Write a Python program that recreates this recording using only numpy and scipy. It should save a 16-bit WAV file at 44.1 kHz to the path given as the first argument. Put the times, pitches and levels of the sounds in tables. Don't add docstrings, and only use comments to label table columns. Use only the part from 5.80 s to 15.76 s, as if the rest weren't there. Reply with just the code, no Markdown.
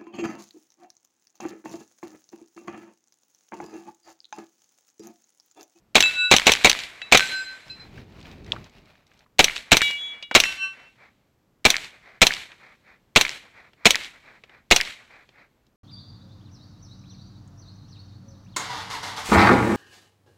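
import sys
import numpy as np
from scipy import signal
from scipy.fft import rfft, irfft, next_fast_len
from scipy.io import wavfile
from scipy.ndimage import map_coordinates

SR = 44100
rng = np.random.default_rng(int(sys.argv[2]) if len(sys.argv) > 2 else 0)


def store_pcm(level_fs):
    pcm = np.round(np.clip(level_fs, -1, 1) * 32767).astype(np.int16)
    wavfile.write(sys.argv[1], SR, np.atleast_2d(pcm).T)


N = 439236

# t/s, blast/dB, side wall echo/dB, pressure push/dB
SHOTS = [(.154, -1, -10, -19), (.5132, 1, -1.5, -20.5), (.6676, -1, -4, -21.5), (0.8455, 1.5, -8.5, -23),
         (1.3222, -0.5, 4.5, -23), (3.5916, 0.5, -27, -7), (3.9176, 4, -14.5, -9.5),
         (4.5499, 3.5, -15.5, -11.5), (5.8515, -1.5, -35, -10.5), (6.4166, 2.5, -26, -9.5),
         (7.36, -.5, -39, -9), (8.0552, 3, -30.5, -20.5), (8.911, 0, -27.5, -2.5)]
# hit/s, edge-on/s, half turn/s, ring starts fading fast/s, shimmer/dB
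PLATE_FALLS = [(0.228, 0.335, 0.3, 0.44, -51.5), (1.395, 1.498, .16, 1.633, -48.5),
               (4.016, 4.14, 0.3, 4.28, -43.5), (4.64, 4.747, 0.21, 4.843, -47.5)]


def amp(db):
    return 10 ** (np.asarray(db) / 20)


def unit(x):
    return x / np.sqrt(np.mean(x ** 2) + 1e-20)


def along(points, hz):
    f, values = np.transpose(points)
    return np.interp(np.log(hz + 1), np.log(f + 1), values)


def band(f, hz, octaves):
    return (1 + (np.log2((f + 1) / hz) / octaves) ** 2) ** -2.


def colour(spectrum, f, peaks=()):
    bumps_db = sum(db / (1 + (2 * (f - hz) / width) ** 2) for hz, width, db in peaks)
    return amp(along(spectrum, f) + bumps_db)


def filtered(x, response):
    size = next_fast_len(len(x) + 4096)
    return irfft(rfft(x, size) * response(np.fft.rfftfreq(size, 1 / SR)), size)[:len(x)]


def noise(spectrum, size):
    return unit(filtered(rng.standard_normal(size), lambda f: colour(spectrum, f)))


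def wobble(rate, size=SR):
    knots = rng.standard_normal(int(size * rate / SR) + 4)
    return map_coordinates(knots, [np.arange(size) * rate / SR])


def decay(t, t60):
    return (t >= 0) * np.exp(-np.log(1000) * np.maximum(t, 0) / t60)


def add(track, s, sound):
    start = max(round(s * SR), 0)
    part = track[start:start + len(sound)]
    part += sound[:len(part)]


def click(t, hz, t60, octaves):
    burst = filtered(rng.standard_normal(len(t)), lambda f: band(f, hz, octaves))
    burst = burst * decay(t, t60) * (1 - np.exp(-t / 0.00024))
    return burst / np.abs(burst).max()


def outdoor_air():
    # f/Hz, level/dB
    spectrum = [(15, -40.5), (25, -6.5), (102, -5), (134, -3.5), (153, -8.5), (190, -6), (212, -7.5),
                (3520, -32.5), (9070, -38), (12900, -30), (16000, -34.5)]
    return amp(-64 + 0.76 * wobble(rate=0.78, size=N)) * noise(spectrum, N)


def puff(t, t60):
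    # f/Hz, level/dB
    spectrum = [(18, -34), (30, -15), (499, -3.5), (760, -7.5), (1590, -8), (1910, -9), (2230, 0),
                (3140, -6.5), (4080, -5), (4780, -16), (6720, -12.5), (8300, -21.5), (9970, -34.5),
                (12000, -28.5), (16000, -33)]
    # f/Hz, width/Hz, gain/dB
    blast_peaks = [(240, 70, 6), (294, 41, -7), (396, 130, 2.5), (547, 66, -2.5), (707, 180, 6.5),
                   (2330, 610, 3.5), (3900, 460, 3.5)]
    f = np.fft.rfftfreq(len(t), 1 / SR)
    turbulence = np.angle(rfft(rng.standard_normal(len(t)) * decay(t, t60)))
    burst = irfft(colour(spectrum, f, blast_peaks) * np.exp(1j * turbulence), len(t))
    return unit(burst) * np.std(decay(t, t60)) * decay(t, 3 * t60) * (1 - np.exp(-t / 0.002))


def blasts():
    out, t = np.zeros(N), np.arange(SR // 6) / SR
    u = t / .014
    push = (1 - u) * np.exp(-u) * (1 - np.exp(-t / 0.0022))
    for s, blast_db, wall_db, push_db in SHOTS:
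        add(out, s - .0065, amp(-16.5) * click(t, hz=2600, t60=0.042, octaves=1.3))
        add(out, s, amp(blast_db + 16) * puff(t, t60=.022))
        add(out, s, amp(push_db) * push)
        add(out, s + .0085, amp(blast_db + 10) * puff(t, t60=.022))
        add(out, s + .0135, amp(blast_db + 1) * puff(t, t60=0.033))
        wall_bounce = filtered(puff(t, t60=.05), lambda f: 1 / np.hypot(1, f / 3500))
        add(out, s + 0.024, amp(blast_db + wall_db + 7.5) * wall_bounce)
    return out


def terrain():
    # f/Hz, level/dB
    berm_spectrum = [(24, -38), (40, -5), (60, -15), (249, -13.5), (529, -14.5), (663, -13), (1180, -13.5),
                     (2260, -1.5), (2630, -5.5), (4130, -8), (4930, -16.5), (7170, -19), (11600, -23),
                     (14800, -32), (16000, -39.5)]
    # f/Hz, level/dB
    hill_spectrum = [(120, -41.5), (200, -8.5), (377, -8.5), (675, -5), (873, -6), (1360, -5), (1480, -3.5),
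                     (2090, -0.5), (2440, -2), (2850, -21.5), (4010, -16), (7430, -38), (12000, -45.5),
                     (15600, -69), (22000, -120)]
    # delay/s, spread/s, level/dB
    echoes = [(.3, 0.028, -51.5), (0.431, 0.036, -49), (.51, .02, -55), (0.688, .04, -52.5)]
    boom_spectrum = [(20, -1.5), (300, -7.5), (900, -3.5), (2500, -18.5)]  # f/Hz, level/dB
    out, t = np.zeros(N), np.arange(SR) / SR
    grass = amp(-26.5) * decay(t, t60=0.29)
    slope = amp(-39) * decay(np.maximum(t - .2, 0), t60=0.21)
    linger = amp(-52) * decay(t, t60=1.7)
    hills = sum(amp(db) * np.exp(-.5 * ((t - delay) / spread) ** 2) for delay, spread, db in echoes)
    for s, _, wall_db, _ in SHOTS:
        scatter = amp(wobble(rate=160))
        bay = amp(-33.5 + .65 * wall_db) * decay(t, t60=1.3)
        near = (grass + slope + linger + bay) * noise(berm_spectrum, len(t))
        far = hills * noise(hill_spectrum, len(t))
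        add(out, s, scatter * (near + far))
        add(out, s, amp(-20.5) * decay(t, t60=0.27) * noise(boom_spectrum, len(t)))
    return out


def bolt():
    # f/Hz, level/dB
    spectrum = [(88, -47.5), (150, -21), (745, -10), (1340, -15), (2550, -2.5), (4080, -0.5), (4950, -13.5),
                (6020, 0.5), (6640, -12), (7470, -14), (8070, -14.5), (14500, -18), (16000, -28)]
    out, t = np.zeros(N), np.arange(SR // 6) / SR
    since_closed = t - .0213
    scrape = amp(-28.5) * np.exp(-np.abs(since_closed) / .016)
    slam = amp(0.5) * decay(since_closed, t60=0.015)
    bounce = amp(-19) * decay(since_closed - .005, t60=0.047)
    for s, *_ in SHOTS:
        add(out, s + .03, amp(-0.14) * (scrape + slam + bounce) * noise(spectrum, len(t)))
    return out


def bullets():
    # t/s, relative level/dB, f/Hz
    hits = [(0.2257, -0.5, 3170), (0.5841, -2.5, 3260), (.7367, -4, 3270), (0.9152, -3, 3160),
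            (1.3953, -2.5, 2170), (3.765, -10.5, 2930), (4.0181, 2, 2340), (4.6377, -2, 2670),
            (5.9665, -4.5, 3170), (6.5377, -11.5, 3180), (7.493, -14, 2900), (8.156, -6, 3230),
            (9.0118, -6, 3460)]
    out, t = np.zeros(N), np.arange(SR // 8) / SR
    for s, db, hz in hits:
        add(out, s, amp(db + 2) * click(t, hz, t60=0.0037, octaves=1.1))
    return out


def partial(hz, t):
    phase = rng.uniform(0, 2 * np.pi) + 0.14 * wobble(rate=51)[:len(t)]
    return amp(2 * wobble(rate=32)) * np.sin(2 * np.pi * hz * t + phase)


def plates():
    # f/Hz, upright level/dB, tipped level/dB, lag of the edge-on null/s
    steel_a = [(1475, -35.5, -26.5, 0), (2638, -14.5, -21.5, -0.0073), (3526, -41, -63, 0),
               (3914, -20.5, -25, -0.015), (3930, -25, -31, 0), (5070, -50.5, -56, 0),
               (7273, -32, -54.5, 0.0062), (7650, -44.5, -49.5, 0), (9281, -51, -59.5, 0),
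               (11810, -47.5, -60, 0.0045)]
    steel_b = [(1540.5, -28.5, -26.5, -0.0081), (2600, -38, -45, 0), (4073, -31, -32, -0.03),
               (4960, -47.5, -46.5, 0.0042), (5540, -50, -66.5, 0), (7640, -44, -47.5, 0.03),
               (9453, -54.5, -66.5, 0), (11800, -58, -76, 0), (12280, -65, -78.5, 0)]
    steel_c = [(2296, -20.5, -35.5, 0.079), (2877, -21.5, -45.5, 0.096), (3370, -23, -31.5, 0.0028),
               (3820, -25.5, -50, 0.0075), (6000, -46.5, -65, 0.00087), (6740, -48, -63.5, 0),
               (8050, -59, -78, 0.00021), (8710, -49.5, -75.5, 0), (11340, -56, -76.5, 0.0096),
               (12330, -53.5, -87, 0), (13210, -53, -85, 0.0038), (13590, -54, -82.5, 0.0018),
               (15150, -52, -85.5, 0)]
    steel_d = [(1142, -49, -47, 0), (1540, -42, -35.5, 0.017), (2690, -28, -27.5, 0.015),
               (3030, -35.5, -37.5, 0), (4100, -39, -46.5, 0), (5620, -38.5, -46.5, 0), (6460, -55, -66, 0),
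               (8000, -54, -62.5, 0.012), (8940, -44, -72, 0), (9534, -56.5, -61, 0.0027)]
    # t/s, level re upright/dB, brightest f/Hz
    landings = [
        [(1.218, -10, 3716)],
        [(1.898, 4, 3700), (1.996, -6.5, 3940)],
        [(4.425, -11, 3000), (4.512, -10, 2600)],
        [],
    ]
    out, t = np.zeros(N), np.arange(SR) / SR
    stir = decay(t, t60=.19) * (1 - np.exp(-t / .004))
    for modes, fall, bounces in zip((steel_a, steel_b, steel_c, steel_d), PLATE_FALLS, landings):
        hit, edge_on, half_turn, fade_from, _ = fall
        now = hit + t
        tipped = np.clip(t / (fade_from - hit), 0, 1) ** 0.94
        late_fade = decay(np.maximum(now - fade_from, 0), t60=0.45)
        for hz, upright_db, tipped_db, lag in modes:
            level = amp(upright_db + (tipped_db - upright_db) * tipped)
            facing = np.hypot(.14, 1.4 * np.sin(np.pi * (now - edge_on - lag) / half_turn))
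            add(out, hit, level * facing * late_fade * partial(hz, t))
            for s, db, bright_hz in bounces:
                strength = amp(upright_db + db) * band(hz, bright_hz, octaves=0.8)
                add(out, s, strength * stir * partial(hz, t))
    return out


def shimmer(count=26):
    out, t = np.zeros(N), np.arange(SR // 2) / SR
    for hit, *_, shimmer_db in PLATE_FALLS:
        pitches = np.linspace(4600, 15000, count) + rng.uniform(-200, 270, count)
        for hz, db in zip(pitches, rng.normal(0, 2.6, count)):
            level = amp(shimmer_db + db) * np.sqrt(6000 / hz)
            add(out, hit, level * decay(t, t60=.36) * np.sin(2 * np.pi * hz * t))
    return out


def slapback():
    # delay/s, relative level/dB, f/Hz, width/octaves
    slaps = [
        [(.0844, -7, 2480, .55), (.105, -17, 2200, .45), (.145, -20, 2700, .47)],
        [(.0906, -10, 2080, .21), (.1057, -15, 2000, .25)],
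    ]
    moved_s = 2.5
    out, t = np.zeros(N), np.arange(SR // 8) / SR
    for s, *_ in SHOTS:
        for delay, db, hz, width in slaps[int(s > moved_s)]:
            slap = click(t, hz, t60=0.0025 / width, octaves=2 * width)
            add(out, s + delay, amp(db + 1) * slap)
    return out


def grit():
    out, t = np.zeros(N), np.arange(SR // 8) / SR
    for s, *_ in SHOTS:
        for lateness, softness, pitch in rng.random((6, 3)):
            grain = click(t, hz=1700 + 2000 * pitch, t60=0.0089, octaves=1)
            add(out, s + .065 + .13 * lateness, amp(-17.5 - 10 * softness) * grain)
    return out


def knocks():
    # t/s, relative level/dB, f/Hz, body re level/dB
    hits = [(1.217, -19.5, 2300, -18), (2.179, -34.5, 1530, -13), (2.455, -34.5, 2510, -13),
            (2.72, -13.5, 3200, -24), (2.763, -26, 1300, -18), (3.315, -45, 1870, -21),
            (3.462, -47.5, 1260, -25), (4.426, -21, 3380, -21), (4.512, -13.5, 1860, -4),
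            (6.718, -28, 2320, -17), (7.933, -45.5, 2530, -6), (8.637, -32.5, 2530, -10),
            (8.695, -39, 2040, -10), (9.49, -41, 2860, -9), (9.616, -51, 1390, -14),
            (9.867, -52, 4070, -16.5)]
    out, t = np.zeros(N), np.arange(SR // 8) / SR
    for s, db, hz, body_db in hits:
        add(out, s, amp(db - 1.76) * click(t, hz, t60=0.022, octaves=0.75))
        add(out, s, amp(db - 17) * click(t, hz, t60=0.076, octaves=1))
        add(out, s, amp(db + body_db) * click(t, hz=550, t60=0.043, octaves=1.6))
    return out


def ricochet():
    out, t = np.zeros(N), np.arange(SR // 3) / SR
    hz = 3700 * np.exp(-t / 0.38) * (1 + 0.021 * wobble(rate=300)[:len(t)])
    swell = np.sin(np.pi * t / t[-1]) * decay(t, t60=1.2)
    add(out, 1.46, amp(-38) * swell * np.sin(2 * np.pi * np.cumsum(hz) / SR))
    return out


def running():
    # t/s, relative level/dB
    pace = [(1.86, -58), (2.186, -46.5), (2.262, -52.5), (2.364, -49), (2.66, -46), (2.722, -41),
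            (2.944, -62.5), (2.976, -54), (3.28, -75.5), (3.45, -72.5)]
    # f/Hz, level/dB
    wind_spectrum = [(15, -41), (25, -3), (144, -1.5), (366, -10.5), (407, -10.5), (494, -16), (900, -28),
                     (1170, -61), (1980, -120)]
    # f/Hz, level/dB
    cloth_spectrum = [(350, -24.5), (600, -1), (1550, -8.5), (2440, -5), (3210, -12.5), (3890, -10.5),
                      (7940, -29), (14900, -25.5), (16000, -24.5)]
    footfall_s, step_s, jolt_s = 2.18, 0.31, .03
    t = np.arange(N) / SR
    times, wind_db = np.transpose(pace)
    pace_db = np.interp(t, times, wind_db, left=-160, right=-160)
    from_step = (t - footfall_s + step_s / 2) % step_s - step_s / 2
    jolt = np.exp(-.5 * (from_step / jolt_s) ** 2)
    gusts = amp(0.89 * wobble(rate=15, size=N))
    buffet = amp(pace_db + 2 * jolt + 2.9) * gusts * noise(wind_spectrum, N)
    crinkle = amp(2.5 * wobble(rate=30, size=N) + 2 * wobble(rate=500, size=N))
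    rustle = crinkle * noise(cloth_spectrum, N)
    for when, softness, pitch in rng.random((26, 3)):
        tick = click(t[:SR // 20], hz=1500 + 3000 * pitch, t60=.02, octaves=1)
        add(rustle, times[0] + when * (times[-1] - times[0]), amp(20 - 10 * softness) * tick)
    rustle_db = -52 + 0.45 * (pace_db - wind_db.max()) + 5.5 * jolt
    return buffet + amp(rustle_db) * rustle


def gear_clack():
    out, t = np.zeros(N), np.arange(SR // 8) / SR
    add(out, 2.7205, amp(-8.5) * click(t, hz=3270, t60=0.0063, octaves=0.3))
    add(out, 2.732, amp(-25.5) * click(t, hz=740, t60=0.075, octaves=1.2))
    return out


def scene():
    air = outdoor_air()
    gunfire = blasts() + bolt() + terrain()
    impacts = bullets() + slapback() + grit() + knocks()
    steel = plates() + shimmer() + ricochet()
    shooter = gear_clack() + running()
    return (air + gunfire + impacts + steel + shooter)[None]


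def record(dry):
    # f/Hz, gain/dB
    microphone = [(20, -3), (7800, -0.5), (9200, -6.5), (16000, -9)]
    ceiling, top_hz = 0.69, 15900
    clipped = dry[0] / (1 + (dry[0] / ceiling) ** 8) ** (1 / 8)
    coupled = signal.lfilter(*signal.butter(1, 6, "highpass", fs=SR), clipped)
    return filtered(coupled, lambda f: colour(microphone, f) / np.hypot(1, (f / top_hz) ** 90))[None]


dry = scene()
out = record(dry)
store_pcm(out)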